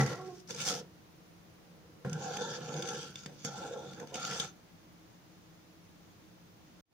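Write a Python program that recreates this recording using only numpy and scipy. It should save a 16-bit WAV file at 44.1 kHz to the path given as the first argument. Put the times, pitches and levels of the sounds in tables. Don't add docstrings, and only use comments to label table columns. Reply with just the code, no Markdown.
import sys
import numpy as np
from scipy import signal
from scipy.fft import rfft, irfft, next_fast_len
from scipy.io import wavfile
from scipy.ndimage import map_coordinates

SR = 44100
rng = np.random.default_rng(int(sys.argv[2]) if len(sys.argv) > 2 else 0)


def unload_wav(signal):
    wavfile.write(
        sys.argv[1],
        SR,
        np.round(np.clip(np.atleast_2d(signal).T, -1, 1) * 32767).astype(np.int16),
    )


N = 305605

# time_s, pressure_db, speed_db
STROKES = [
    [(0, -36, -44.5), (.05, -43, -51), (.13, -40.5, -47.5), (.165, -56, -58), (.4, -81, -66.5)],
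    [(.475, -78, -62), (.503, -48, -44.5), (.53, -51, -56), (.6, -54.5, -43), (.69, -43.5, -39),
     (.745, -43.5, -44.5), (.8, -51, -49.5), (.815, -54, -60)],
    [(2.052, -44.5, -65), (2.1, -61, -62.5), (2.17, -53.5, -54)],
    [(2.175, -51.5, -55.5), (2.23, -51.5, -49.5), (2.4, -47.5, -50.5), (2.56, -55.5, -47.5),
     (2.59, -49, -58)],
    [(2.6, -56, -55), (2.72, -48.5, -54), (2.8, -50, -50.5), (2.98, -52, -46.5), (3.05, -57.5, -51),
     (3.13, -81, -58.5)],
    [(3.135, -69, -61), (3.19, -86, -53), (3.29, -54.5, -68.5), (3.36, -69, -64), (3.43, -81, -61)],
    [(3.452, -56, -47), (3.5, -54, -55), (3.64, -49.5, -52.5), (3.7, -51.5, -57.5), (3.79, -51.5, -60),
     (3.97, -60.5, -59.5), (4.03, -48.5, -60.5), (4.07, -66, -73), (4.115, -59, -59)],
    [(4.12, -52, -77), (4.145, -47, -49), (4.21, -55.5, -46), (4.28, -53, -42.5), (4.43, -52, -41.5),
     (4.45, -58, -44.5), (4.475, -72, -52)],
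]
FOLLOW = {"floor": (-51, 0.38, 0.11), "wall": (-48.5, 1, -0.035), "blade": (-52, 1, 0.25),
          "rim": (-55.5, 0.21, 1)}
CENTRE_DRIVE = [2, 1, 13.5, 4.5, 6.5, 6, 2.5, 3]
EDGE_DRIVE = [1.5, -5, 7.5, 3.5, 3, 1, 5, 0]
# pitch_hz, width_hz, level_db
FLOOR = [(148.5, 16.7, 13), (207, 75, -2.5)]
# pitch_hz, width_hz, level_db
WALL = [(343.7, 35.4, 3.5), (485, 42.6, 6.5), (573, 85, -6.5)]
# pitch_hz, width_hz, level_db
BLADE = [(700, 68, -0.5), (803, 80, 1.5), (891, 82, -2), (1074, 71, -8.5)]
# pitch_hz, width_hz, level_db
RIM = [(1364, 68, 6), (1548, 137, 2), (1731, 69, 0)]
# pitch_hz, width_hz, level_db
STEEL = [(2250, 310, -8.5), (2940, 500, -4.5), (3245, 74, 2), (3568, 140, 3), (4570, 160, 0.5),
         (5010, 490, -4), (5910, 176, 1.5), (6237, 240, 2), (6540, 255, 3), (7340, 460, -7.5)]
# pitch_hz, width_hz, level_db
CRUNCH = [(1950, 2300, -8.5), (5580, 1100, 7.5)]
# pitch_hz, width_hz, level_db
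FIZZ = [(9750, 1700, 4.5), (14800, 3900, -4)]
# time_s, pitch_hz, level_db
SQUEALS = [
    [(2.185, 802, -63), (2.205, 785.8, -47), (2.33, 768, -45), (2.38, 813, -47), (2.44, 905, -49.5),
     (2.55, 931, -56)],
    [(3.47, 792, -59), (3.51, 775, -50), (3.56, 817, -54), (3.59, 810, -73), (3.63, 817, -42.5),
     (3.69, 831, -65), (3.83, 882, -51)],
]
# start_s, strength_db, knock_share_db, ping_share_db
SNAPS = [(0.0104, -32.5, 1, -6), (0.062, -34.5, -8, -14), (0.128, -44, -4, -14), (0.506, -32.5, -19, -19),
         (0.546, -37, -18.5, -11), (.562, -41.5, -16.5, -22), (0.613, -35.5, -19, -10),
         (0.685, -25, -24, -9), (0.742, -41, -6.5, -20), (2.048, -55.5, 16, -7), (2.0585, -61, 13, -15),
         (2.0953, -43.5, -12, -17), (2.1297, -37, -17.5, -30), (2.369, -31, -8, -31), (2.74, -41.5, -20, 2),
         (2.7646, -40, -23, -4), (2.793, -47, -32, -25), (2.823, -33, -18.5, -30),
         (2.8736, -36, -17.5, -18), (2.8875, -31.5, -18, -22), (3.156, -39.5, -9, -27),
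         (3.2325, -53, -15, -25), (3.2597, -38, -3, -39), (3.4479, -29.5, -9.5, -15),
         (3.9329, -46.5, -9.5, -24), (3.999, -44, -0.5, -18), (4.0716, -47, -6, -13), (4.142, -34, -22, -8),
         (4.155, -34, -9, -27), (4.2493, -33, -23, -20), (4.3108, -34, -11.5, -13),
         (4.3984, -25.5, -19, 1.5)]
# pitch_hz, width_hz, level_db
KNOCK = [(149.0, 74, 1.0), (420, 340, -5.0), (1620, 190, 3.5)]
PING = [(3580, 120, -0.42)]
# pitch_hz, level_db, t60_s
THUMP = [(138.4, -20.5, 0.29), (213.5, -32.5, 0.3), (350.5, -37, 0.36), (454, -36.5, 0.15),
         (1118, -46.5, 0.5)]
# pitch_hz, width_hz, level_db
CLATTER = [(1030, 330, -6), (1500, 400, -10), (1930, 120, 10)]
# time_s, slips_per_s, level_db
JUDDER = [(.13, 326, -57), (.21, 373, -43), (.25, 375, -46), (.3, 364, -43), (.37, 356, -48),
          (.385, 540, -81.5)]
# multiple, level_db
SLIP_TONES = [(1, -1), (2, -4), (3, -11)]
# pitch_hz, level_db_per_hz (relative)
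HUSH = [(15, -62), (25, -15.5), (97, -11.5), (130, -9), (166, -8.5), (277, -15), (309, -15.5), (734, -19.5),
        (1040, -22), (3100, -28.5), (6400, -31), (7900, -39.5), (16000, -41.5)]
# pitch_hz, width_hz, level_db
DRONE = [(100, 29, -71), (172.8, 18.6, -65), (313.3, 25.3, -68.5), (10500, 72, -87), (15000, 700, -79)]
# pitch_hz, likeness (-1 to 1)
KITCHEN_ALIKE = [(60, 0.5), (240, 0.77), (950, -0.037)]
# pitch_hz, likeness (-1 to 1)
PAN_ALIKE = [(60, 1), (160, 1), (270, 0.8), (740, 0.85), (1220, 0.64), (3300, 0.13)]
# pitch_hz, left_over_right_db
PAN_LEAN = [(140, 0.5), (330, -2.5), (700, -2), (3100, -1.5), (5500, 2.5), (9000, -4)]
# pitch_hz, t60_s
ROOM = [(200, 0.49), (10000, 0.074)]

USUAL_DB = -50
LAND_S, LIFT_S, AWAY_DB = 0.006, 0.06, -27.5
THICK_UNTIL_S = 1
WALL_THICK_DB, STEEL_THICK_DB = -4, -3.5
CRUNCH_THICK_DB, CRUNCH_THIN_DB = -2, -13.5
FIZZ_THICK_DB, FIZZ_THIN_DB = -5.5, -11
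CRACKLE_DB = -9.0
BODY_SWELL_DB, STEEL_SWELL_DB = 2.2, 3
SQUEAL_WIDTH_HZ, SQUEAL_CHATTER_DB = 55, 2.5
CRACK_RINGS_DB, KNOCK_RINGS_DB, PING_RINGS_DB = 8, 13.5, 22.5
PUSH_S, PUSH_DB = 0.00032, 0
CLATTER_DB, CLATTER_T60_S = -39.5, 0.53
SLIP_DULLS_DB_PER_S = 43
HUSH_DB = -61
PORT_LAG_S = 5e-5
ROOM_DB = -9.5
OPEN_DB, CUT_DB = 1.2, -100
CUT_S, BACK_S, BACK_DB, FADE_DB_PER_S = 6.809, 6.855, -30.5, 264.5
TOP_HZ = 15830


def scrape():
    pressure, speed, centre, edge, touch = stroke_controls()
    gain = {part: touch * amp(db + per_pressure * pressure + per_speed * speed)
            for part, (db, per_pressure, per_speed) in FOLLOW.items()}
    thick = np.arange(N) < THICK_UNTIL_S * SR
    gain["floor"] = gain["floor"] * amp(centre)
    gain["rim"] = gain["rim"] * amp(edge)
    gain["wall"] = gain["wall"] * amp(thick * WALL_THICK_DB)
    gain["blade"] = gain["blade"] * amp(thick * WALL_THICK_DB)
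    gritty = touch * amp(USUAL_DB + speed)

    rub = grinding(1200, spread_db=-1.8, rough_db=0.45)
    grit = grinding(2000, spread_db=1.7, rough_db=1.93)
    sharp = grinding(900, spread_db=-1.0, rough_db=3.5)
    parts = {"floor": FLOOR, "wall": WALL, "blade": BLADE, "rim": RIM}
    body = sum(gain[name] * unit(ring(rub, table, BODY_SWELL_DB)) for name, table in parts.items())
    body = filtered(body, lambda hz: (1j * hz / (100 + 1j * hz)) ** 2)

    crystals = amp(CRACKLE_DB) * gritty * crackle(1100, pitch_hz=4920, spread=0.34, cycles=3.9, spread_db=7)
    crunch_gain = amp(np.where(thick, CRUNCH_THICK_DB, CRUNCH_THIN_DB)) * gritty
    crunch = crunch_gain * unit(ring(sharp, CRUNCH, shift_db=-0.5))
    fizz_gain = amp(np.where(thick, FIZZ_THICK_DB, FIZZ_THIN_DB)) * gritty ** 1.28
    fizz = fizz_gain * unit(ring(grit, FIZZ, shift_db=0.5))
    steel = amp(thick * STEEL_THICK_DB) * gritty * unit(ring(grit, STEEL, STEEL_SWELL_DB))
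    return body + squeal() + steel + crunch + fizz + crystals


def stroke_controls():
    pressure, speed = curves([row for stroke in STROKES for row in stroke]) - USUAL_DB
    drives = [(row[0], floor_db, rim_db)
              for stroke, floor_db, rim_db in zip(STROKES, CENTRE_DRIVE, EDGE_DRIVE)
              for row in (stroke[0], stroke[-1])]
    centre, edge = curves(drives)
    touch_db = []
    for rows in STROKES:
        start, end = rows[0][0], rows[-1][0]
        contact = [(start - LAND_S, AWAY_DB), (start, 0), (end, 0), (end + LIFT_S, AWAY_DB)]
        touch_db.append(curves(contact)[0])
    return pressure, speed, centre, edge, amp(np.max(touch_db, axis=0))


def squeal():
    total = 0
    for rows in SQUEALS:
        pitch = curves(rows)[0]
        level_db = curves(rows, left=-120, right=-120)[1] + SQUEAL_CHATTER_DB * wobble(40)
        total = total + amp(level_db) * narrow(pitch, SQUEAL_WIDTH_HZ)
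    return total


def grinding(per_s, spread_db, rough_db):
    breaks = rng.random(N) < per_s / SR
    size = amp(spread_db * rng.exponential(size=N)) * breaks
    force = rng.standard_normal((2, N)) * (.5 + unit(size))
    return force * amp(rough_db * (wobble(12) / 2 + wobble(45)))


def crackle(per_s, pitch_hz, spread, cycles, spread_db):
    when, size, pan = rng.random((int(per_s * N / SR), 4)).T[:3, :, None]
    hz = np.clip(pitch_hz * np.exp(spread * rng.standard_normal(when.shape)), 800, 14000)
    length = 256
    t = np.arange(length) / SR
    grain = amp(spread_db * size ** 2) * np.exp(-hz * t / cycles) * np.sin(2 * np.pi * hz * t)
    at = ((when * N).astype(int) + np.arange(length)).ravel()
    sides = []
    for phase in (0, np.pi / 2):
        placed = (grain * np.cos(2 * np.pi * pan + phase)).ravel()
        sides.append(np.bincount(at, placed, N + length)[:N])
    return unit(np.array(sides))


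def snaps():
    length = SR // 20
    crack, knock, ping = np.zeros((3, 2, N + length))
    t = np.arange(length) / SR
    push = amp(PUSH_DB) * t / PUSH_S * np.exp(1 - t / PUSH_S) * (1 - t / PUSH_S / 2)
    for start_s, db, knock_db, ping_db in SNAPS:
        burst = rng.standard_normal((2, length)) * amp(-60 * t / 0.022) * (1 - np.exp(-t / 0.00017))
        start = round(start_s * SR)
        at = slice(start, start + length)
        crack[:, at] += amp(db + CRACK_RINGS_DB) * burst
        knock[:, at] += amp(db + knock_db + KNOCK_RINGS_DB) * (burst + push)
        ping[:, at] += amp(db + ping_db + PING_RINGS_DB) * burst
    steel = ring(crack, STEEL, shift_db=2.5)
    crunch = amp(-15.0) * ring(crack, CRUNCH)
    edge = amp(-19.5) * ring(crack, FIZZ)
    thud = ring(knock, KNOCK) + amp(1.0) * ring(knock, FLOOR)
    return (steel + crunch + edge + thud + ring(ping, PING))[:, :N]


def pan_shift():
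    t = np.arange(N) / SR
    thump = 0
    for hz, db, t60 in THUMP:
        level = amp(db - 60 * t / t60 + 0.66 * wobble(31))
        thump = thump + level * np.cos(2 * np.pi * hz * (t + 4e-5 * wobble(90)))

    rattle = unit(ring(grinding(550, spread_db=2.5, rough_db=3.0), CLATTER))
    clatter = amp(CLATTER_DB - 60 * t / CLATTER_T60_S) * rattle

    slip_rate, judder_db = curves(JUDDER, left=-120, right=-120)
    slip_rate = curves(JUDDER)[0]
    turn = 2 * np.pi * np.cumsum(slip_rate * (1 + 0.03 * wobble(129.2))) / SR
    since = t - JUDDER[1][0]
    slips = 0
    for k, db in SLIP_TONES:
        dulling_db = (k - 1) * SLIP_DULLS_DB_PER_S * since
        slips = slips + amp(db - dulling_db + 3.1 * wobble(60)) * np.cos(k * turn)
    return thump + stereo(clatter, PAN_ALIKE) + amp(judder_db) * slips


def kitchen():
    air = unit(filtered(rng.standard_normal((2, N)), lambda hz: amp(along(HUSH, hz))))
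    hush = amp(HUSH_DB + 0.18 * wobble(2.68)) * air
    drone = sum(amp(db) * narrow(hz, width) for hz, width, db in DRONE)
    return stereo(hush + drone, KITCHEN_ALIKE)


def room(x):
    hz, t, z = signal.stft(rng.standard_normal((2, SR // 2)), SR, nperseg=256)
    decay = amp(-60 * t / along(ROOM, hz)[:, None])
    tail = signal.istft(z * decay, SR, nperseg=256)[1]
    return signal.fftconvolve(x, tail / np.linalg.norm(tail[0]), axes=1)[:, :N]


def ring(force, table, shift_db=0):
    count = force.shape[1]
    total = 0
    for k, (hz, width, db) in enumerate(table):
        swell = wobble(9, count) + 0.57 * wobble(33, count)
        tone = signal.lfilter(*signal.iirpeak(hz, hz / width, SR), force)
        total = total + (-1) ** k * amp(db + shift_db * swell) * tone
    return total


def narrow(hz, width_hz):
    slow = filtered(rng.standard_normal((4, N)), lambda f: 1 / (1 + 2j * f / width_hz) ** 2)
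    carrier = np.exp(2j * np.pi * np.cumsum(hz * np.ones(N)) / SR)
    return unit(np.real((slow[:2] + 1j * slow[2:]) * carrier))


def stereo(pair, alike):
    turn = lambda hz: np.arccos(np.clip(along(alike, hz), -1, 1)) / 2
    mid, side = filtered(pair, lambda hz: np.array([np.cos(turn(hz)), np.sin(turn(hz))]))
    return np.array([mid + side, mid - side])


def filtered(x, response):
    m = next_fast_len(N + SR // 2)
    return irfft(rfft(x, m) * response(np.fft.rfftfreq(m, 1 / SR)), m)[..., :N]


def wobble(rate, count=N):
    coarse = np.arange(0, count + 64, 64)
    knots = rng.standard_normal(int(count * rate / SR) + 4)
    return np.interp(np.arange(count), coarse, map_coordinates(knots, [coarse * rate / SR]))


def curves(rows, **ends):
    s, *cols = np.transpose(rows)
    return np.array([np.interp(np.arange(N) / SR, s, c, **ends) for c in cols])


def along(points, hz):
    f, v = np.transpose(points)
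    return np.interp(np.log(hz + 1), np.log(f + 1), v)


def unit(x):
    return x / np.sqrt(np.mean(np.abs(x) ** 2) + 1e-20)


def amp(db):
    return 10 ** (np.asarray(db) / 20)


def scene():
    pan = stereo(scrape() + snaps(), PAN_ALIKE) + pan_shift()
    side = np.array([[1], [-1]])
    lean = lambda hz: amp(side * along(PAN_LEAN, hz) / 2)
    lag = lambda hz: np.exp(-1j * np.pi * side * hz * PORT_LAG_S)
    pan = filtered(pan, lambda hz: lean(hz) * lag(hz))
    return pan + amp(ROOM_DB) * stereo(room(pan), PAN_ALIKE) + kitchen()


def record(dry):
    t = np.arange(N) / SR
    fade_db = BACK_DB + FADE_DB_PER_S * (t - BACK_S)
    gain_db = np.select([t < CUT_S, t < BACK_S], [OPEN_DB, CUT_DB], fade_db)
    return filtered(dry * amp(gain_db), lambda hz: (hz < TOP_HZ) * 1j * hz / (50 + 1j * hz))


dry = scene()
out = record(dry)
unload_wav(out)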